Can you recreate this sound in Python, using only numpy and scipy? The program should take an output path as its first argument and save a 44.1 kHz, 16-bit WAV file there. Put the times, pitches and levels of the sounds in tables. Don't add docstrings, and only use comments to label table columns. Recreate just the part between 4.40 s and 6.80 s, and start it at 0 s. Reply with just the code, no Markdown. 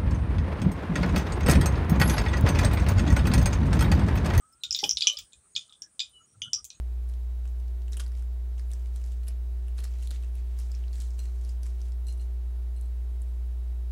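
import sys
import numpy as np
from scipy import signal
from scipy.io import wavfile
from scipy.ndimage import uniform_filter1d

SR = 44100
rng = np.random.default_rng(int(sys.argv[2]) if len(sys.argv) > 2 else 0)


def transcribe(signal):
    frames = np.atleast_2d(signal).T
    limited = np.clip(frames, -1, 1)
    pcm = np.round(limited * 32767).astype(np.int16)
    wavfile.write(sys.argv[1], SR, pcm)


def gain_from_db(level_db):
    decades = np.asarray(level_db, float) / 20
    return 10 ** decades


N = 105840


def columns(rows):
    return np.array(rows, float).T


def unit(x):
    return x / np.sqrt(np.mean(x ** 2))


def smooth(x, size):
    return uniform_filter1d(uniform_filter1d(x, size), size)


def reso(x, hz, width):
    return signal.lfilter(*signal.iirpeak(min(hz, 0.45 * SR), hz / width, fs=SR), x)


def reso2(x, hz, width):
    return reso(reso(x, hz, width), hz, width)


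def hiss(hz, width):
    return unit(reso2(rng.standard_normal(N), hz, width))


def walk(rate):
    hold = int(SR / rate)
    levels = rng.standard_normal(N // hold + 1)
    return 4 / 3 * smooth(np.repeat(levels, hold), hold)[:N]


def add(out, x, s):
    i = int(s * SR)
    out[i:i + len(x)] += x[:max(N - i, 0)]


def ring(modes, t, gains, stretch):
    hz, db, t60 = columns(modes)[:, :, None].astype(np.float32)
    t, gains = t.astype(np.float32), gains.astype(np.float32)
    decay = gain_from_db(db - 60 * t / (t60 * stretch))
    return np.sum(gains[:, None] * decay * np.sin(2 * np.pi * hz * t), axis=0)


def swells(rows, width, roundness):
    out = np.zeros(N)
    for s, length, hz, db in rows:
        n = int(length * SR)
        noise = reso2(rng.standard_normal(SR // 2), hz, width)[-n:]
        add(out, gain_from_db(db) * np.hanning(n) ** roundness * unit(noise), s)
    return out


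def glide(rows, wobble, rough_db):
    s, hz, db = columns(rows)
    t = np.arange(N) / SR
    level = np.interp(t, s, db, left=-120, right=-120) + 4.5 + rough_db * walk(50)
    pitch = np.interp(t, s, hz) * (1 + wobble * walk(65))
    return gain_from_db(level) * np.sin(2 * np.pi * np.cumsum(pitch) / SR)


# f/Hz, level/dB, t60/s
WOK_MODES = [(2470, 2, .1), (2885, -4, .17), (2990, -8, .25), (3100, -4, .2), (3385, -3, .12),
             (3445, -3, .1), (3515, -5, .16), (3650, -3, .13), (3715, -6, .1), (4000, -7, .06),
             (4370, -6, .09), (4905, -1, .15), (5140, -6, .15), (5180, -8, .12),
             (5400, -3, .12), (5515, -3, .17), (5650, -8, .18), (5795, -4, .14), (5865, -5, .18),
             (6120, -4, .15), (6420, -9, .1), (6810, -6, .15), (7260, -6, .15), (7500, -9, .12),
             (7790, -10, .12)]
# f/Hz, width/Hz, level/dB
WOK_BANDS = [(358, 550, -29), (1510, 1200, -23), (2616, 540, -3), (3240, 1000, 2.5), (4200, 500, -5.5),
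             (5060, 690, 0), (5940, 780, -1.5), (7100, 1500, -3.5), (9760, 990, -13), (11990, 850, -20),
             (13400, 2700, -29), (15000, 1313, -23.5)]


def bursts(rows, sharp, modes_db, skirt_db, tail_db, top_db):
    snap_db, patchy_db, scatter_db = 33, 3.5, 3.0
    wok_modes = WOK_MODES
    out, broad, t = np.zeros(N), np.zeros(N), np.arange(SR // 5) / SR
    for s, db, hz, t60 in rows:
        noise = rng.standard_normal((3, len(t)))
        gains = gain_from_db(scatter_db * rng.standard_normal(len(wok_modes)))
        fade = gain_from_db(-60 * t / t60) + gain_from_db(tail_db - 60 * t / 0.11)
        patchy = gain_from_db(patchy_db * unit(smooth(noise[2], 150)))
        modes = ring(wok_modes, t, gains, t60 / 0.17) * np.sqrt(patchy)
        ping = noise[0] * fade * patchy + gain_from_db(modes_db) * modes
        ping[0] += gain_from_db(snap_db)
        for _ in range(3):
            ping = reso(ping, hz, hz / sharp)
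        head = np.sqrt(uniform_filter1d(ping ** 2, size=60)[:900].max())
        add(out, gain_from_db(db - 4) * ping / head, s)
        snap = noise[1] * (fade + gain_from_db(2.5 - 60 * t / 0.026))
        add(broad, gain_from_db(db + skirt_db) * snap, s)
    for hz, width, db in WOK_BANDS:
        band_db = db + top_db * (hz > 9e3)
        out += gain_from_db(band_db) * reso(reso2(broad, hz, width), hz, width)
    return out


# t/s, peak level/dB, bubble f/Hz, ring t60/s
LARGE_BUBBLES = [(0.2358, -21.5, 3760, 0.18), (0.3478, -17, 3840, 0.21), (0.389, -22, 4600, 0.22),
                 (0.4399, -13, 3155, 0.13), (0.5709, -15.5, 3920, 0.14), (0.608, -18.5, 3900, 0.53),
                 (0.62, -18, 3400, 0.18), (0.6705, -7.5, 3070, 0.14), (0.7721, -28, 3450, 0.15),
                 (0.9234, -51.5, 3750, 0.17), (0.932, -46, 3840, 0.17), (1.1543, -30, 4280, 0.25),
                 (1.1628, -17.5, 3450, 0.19), (1.295, -46.5, 3700, 0.12), (1.3241, -40.5, 3550, 0.2),
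                 (1.594, -21, 3670, 0.063), (1.6022, -17, 3695, 0.18), (2.0185, -37, 2230, 0.08),
                 (2.1306, -41.5, 3480, 0.14), (2.3039, -37, 4030, 0.19)]


def large_bubbles():
    return bursts(LARGE_BUBBLES, 4.6, modes_db=-7.0, skirt_db=-12, tail_db=-35.0, top_db=-11.5)


# t/s, peak level/dB, bubble f/Hz, ring t60/s
SMALL_BUBBLES = [(0.2368, -32, 5570, 0.097), (0.3082, -14, 5300, 0.23), (0.3264, -21, 6770, 0.27),
                 (0.3427, -43, 5050, 0.14), (0.3475, -21, 5070, 0.052), (0.3902, -22.5, 5680, 0.2),
                 (0.4374, -17.5, 5360, 0.14), (0.4929, -10, 5820, 0.18), (0.5104, -9.5, 5560, 0.067),
                 (0.5708, -22, 5170, 0.088), (0.6084, -24.5, 4920, 0.19), (0.623, -14, 4630, 0.15),
                 (0.671, -7.5, 5940, 0.12), (0.7705, -26, 5030, 0.17), (0.9326, -41, 7150, 0.12),
                 (1.1522, -30, 4285, 0.15), (1.1621, -22.5, 5020, 0.12), (1.28, -53.5, 6970, 0.1),
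                 (1.4202, -26.5, 5710, 0.11), (1.5933, -35, 6040, 0.11), (2.1328, -11, 5594, 0.15),
                 (2.2434, -32.5, 7370, 0.25), (2.2507, -33, 6500, 0.12), (2.3027, -33, 5900, 0.092)]


def small_bubbles():
    return bursts(SMALL_BUBBLES, 5.3, modes_db=-10.0, skirt_db=-23.0, tail_db=-17, top_db=5.0)


# t/s, peak level/dB, f/Hz, ring t60/s
CLEAN_PINGS = [(.2358, -34, 7000, 0.16), (.2358, -34.5, 2615, 0.086), (.31, -38.5, 2650, .1),
               (.44, -26.5, 2510, 0.1), (.62, -29, 2480, 0.064), (.672, -25, 2430, 0.2),
               (.672, -40.5, 7100, 0.27), (1.4202, -41, 7000, 0.11), (1.594, -28.5, 4610, 0.16),
               (1.6022, -23.5, 4786, 0.13), (1.594, -33, 7380, 0.19), (1.6022, -39, 2460, 0.23),
               (2.0185, -23, 3238, 0.21), (2.0185, -26.5, 3032, 0.17), (2.0185, -37, 5000, 0.063),
               (2.0185, -31.5, 6260, 0.13), (1.163, -34.5, 2453, 0.14), (1.163, -30.5, 6570, 0.18),
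               (.933, -58, 2500, 0.11), (2.133, -29, 7360, 0.15), (2.133, -23.5, 5250, 0.18),
               (2.3035, -50, 2576, 0.24)]


def clean_pings():
    return bursts(CLEAN_PINGS, 8, modes_db=-4.5, skirt_db=-25.5, tail_db=-24.5, top_db=5.5)


# t/s, peak level/dB, f/Hz, ring t60/s
SPITS = [(0.3475, -48, 14200, 0.08), (0.363, -31.5, 15000, 0.1), (0.4394, -36, 9500, 0.35),
         (0.4933, -50, 11500, 0.12), (0.519, -43, 15000, 0.13), (0.584, -36, 9780, 0.43),
         (0.6712, -42, 9800, 0.072), (0.7298, -44, 12000, 0.11), (0.787, -23.5, 16350, 0.15),
         (1.4187, -50.5, 9950, 0.094), (1.695, -62, 12100, 0.062), (2.045, -48.5, 9500, 0.12),
         (2.1324, -43, 10760, 0.079)]


def spits():
    return bursts(SPITS, 10, modes_db=-41, skirt_db=-8, tail_db=-39.5, top_db=-3)


# start t/s, length/s, f/Hz, level/dB
FIZZ = [
    (.3, .27, 12100, -62.5),
    (.43, 0.063, 13040, -50.5),
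]


def fizz():
    return swells(FIZZ, 4100, 0.56)


# t/s, peak level/dB
TICKS = [(.09, -65), (.125, -51), (0.419, -43), (.428, -41.5), (.788, -51), (0.2352, -33), (1.163, -60),
         (1.42, -49.5), (1.594, -60.5), (2.135, -43), (2.2447, -28.5), (2.253, -34)]


def ticks():
    out, t = np.zeros(N), np.arange(SR // 8) / SR
    for s, db in TICKS:
        fade = gain_from_db(-60 * t / 0.0027) + gain_from_db(-18.0 - 60 * t / 0.1)
        add(out, gain_from_db(db) * rng.standard_normal(len(t)) * fade, s)
    return signal.sosfilt(signal.butter(4, 5000, "high", fs=SR, output="sos"), out)


# f/Hz, level/dB, t60/s
KNOCK_MODES = [(267, -20, 0.056), (338.4, -21.5, 0.15), (413.2, 6.5, 0.076), (562, -25, 0.053),
               (820.3, 11.5, 0.1)]


def knock():
    knock_s, knock_db, push_s = 0.4295, -18, 0.0069
    t = np.arange(SR // 4) / SR
    body = ring(KNOCK_MODES, t, np.ones(len(KNOCK_MODES)), 0.75)
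    rough = unit(reso(reso(rng.standard_normal(len(t)), 260, 420), 210, 680))
    x = body / np.abs(body).max() + gain_from_db(-16.5 - 60 * t / 0.16) * rough
    out = np.zeros(N)
    add(out, gain_from_db(knock_db) * x * (1 - np.exp(-t / push_s)), knock_s)
    return out


# f/Hz, width/Hz, level/dB
BURNER = [
    (8270, 410, -65.5),
    (9220, 19, -75.5),
    (7000, 280, -80.5),
    (9800, 4500, -78),
]


def burner():
    return sum(gain_from_db(db + 2.12 * walk(2)) * hiss(hz, width) for hz, width, db in BURNER)


# start t/s, length/s, f/Hz, level/dB
THUDS = [(.12, 0.11, 62.6, -71.5), (.23, 0.18, 66.3, -60), (.44, 0.21, 63.3, -57.5),
         (.76, 0.11, 60.8, -58.5), (.92, 0.12, 67.6, -67), (1.13, .1, 100.7, -62.5), (1.62, 0.23, 63, -67),
         (1.9, 0.3, 108.3, -55.5), (2.0, 0.12, 213, -64.5), (2.12, 0.19, 67, -61),
         (2.33, 0.087, 82.5, -62.5)]


def thuds():
    return swells(THUDS, 50, 0.7)


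# f/Hz, level/dB per Hz
ROOM_TONE = [(18, -35), (30, 10), (111, 7.5), (1130, -7), (1280, -1), (1900, -10), (4520, -15.5),
             (8380, -3.5), (11000, -17.5), (14300, -63), (22000, -120)]


def room_tone():
    f, level = columns(ROOM_TONE)
    room = np.zeros(N)
    for hz in 50 * 2 ** np.arange(0, 7.9, 1 / 3):
        band_db = np.interp(np.log(hz), np.log(f), level) + 10 * np.log10(hz)
        room += gain_from_db(band_db + 2.6 * walk(13.96)) * hiss(hz, hz / 3.8)
    return gain_from_db(-70.5) * unit(room)


def stove_and_room():
    dull = signal.ellip(8, 1, 40, 10580, fs=SR, output="sos")
    floor = signal.sosfilt(dull, burner() + room_tone())
    return floor + thuds() + gain_from_db(-92) * hiss(15200, 900) + gain_from_db(-95) * hiss(13000, 3000)


# start t/s, length/s, f/Hz, level/dB
CHIRPS = [(0.098, 0.01, 760, -78), (0.636, 0.061, 590, -62), (0.69, 0.092, 580, -64.5),
          (1.03, 0.059, 1250, -71), (1.27, 0.073, 1280, -69), (1.41, 0.091, 1660, -70),
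          (1.15, .06, 1356, -68.5), (0.203, 0.043, 4000, -64), (2, 0.057, 1400, -76),
          (1.783, 0.066, 1324, -66.5), (1.937, 0.03, 1330, -67.5), (2.039, 0.064, 1408, -60),
          (2.154, 0.066, 1240, -61), (1.85, 0.12, 5700, -71.5), (1.1, 0.11, 6750, -66),
          (1.8, 0.065, 6750, -60), (1.7, 0.12, 4000, -81), (.38, 0.055, 2050, -58),
          (.5, 0.043, 1200, -66.5), (2.32, 0.085, 6600, -64), (0.115, 0.04, 5280, -64.5)]
# t/s, f/Hz, level/dB
WHINE = [(0, 1250, -70.5), (.1, 1282, -70), (.2, 1377, -77), (.28, 1415, -70.5), (.36, 1540, -94)]
# t/s, f/Hz, level/dB
WHISTLE = [(1.722, 3040, -80), (1.736, 3000, -61), (1.756, 2930, -58), (1.78, 2970, -57),
           (1.812, 2930, -68), (1.83, 2950, -75), (1.87, 2950, -90)]
# t/s, f/Hz, level/dB
WAVER = [(.61, 1280, -85), (.645, 1270, -69), (.68, 1200, -64), (.72, 1180, -69), (.76, 1190, -71),
         (.8, 1240, -67), (.84, 1150, -80)]


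def outside():
    tones = glide(WHINE, 0.02, 4) + glide(WHISTLE, 0.008, 2.5) + glide(WAVER, 0.03, 4)
    return tones + swells(CHIRPS, 130, 0.7)


def scene():
    oil = large_bubbles() + small_bubbles() + clean_pings() + spits() + fizz() + ticks()
    return (oil + knock() + stove_and_room() + outside())[None]


def low_pass(x):
    return signal.sosfilt(signal.butter(12, 16810, fs=SR, output="sos"), x)


def record(dry):
    top_cut = signal.ellip(6, 0.2, 30, 15600, fs=SR, output="sos")
    mix = signal.sosfilt(top_cut, dry)
    return low_pass(mix)


dry = scene()
out = record(dry)
transcribe(out)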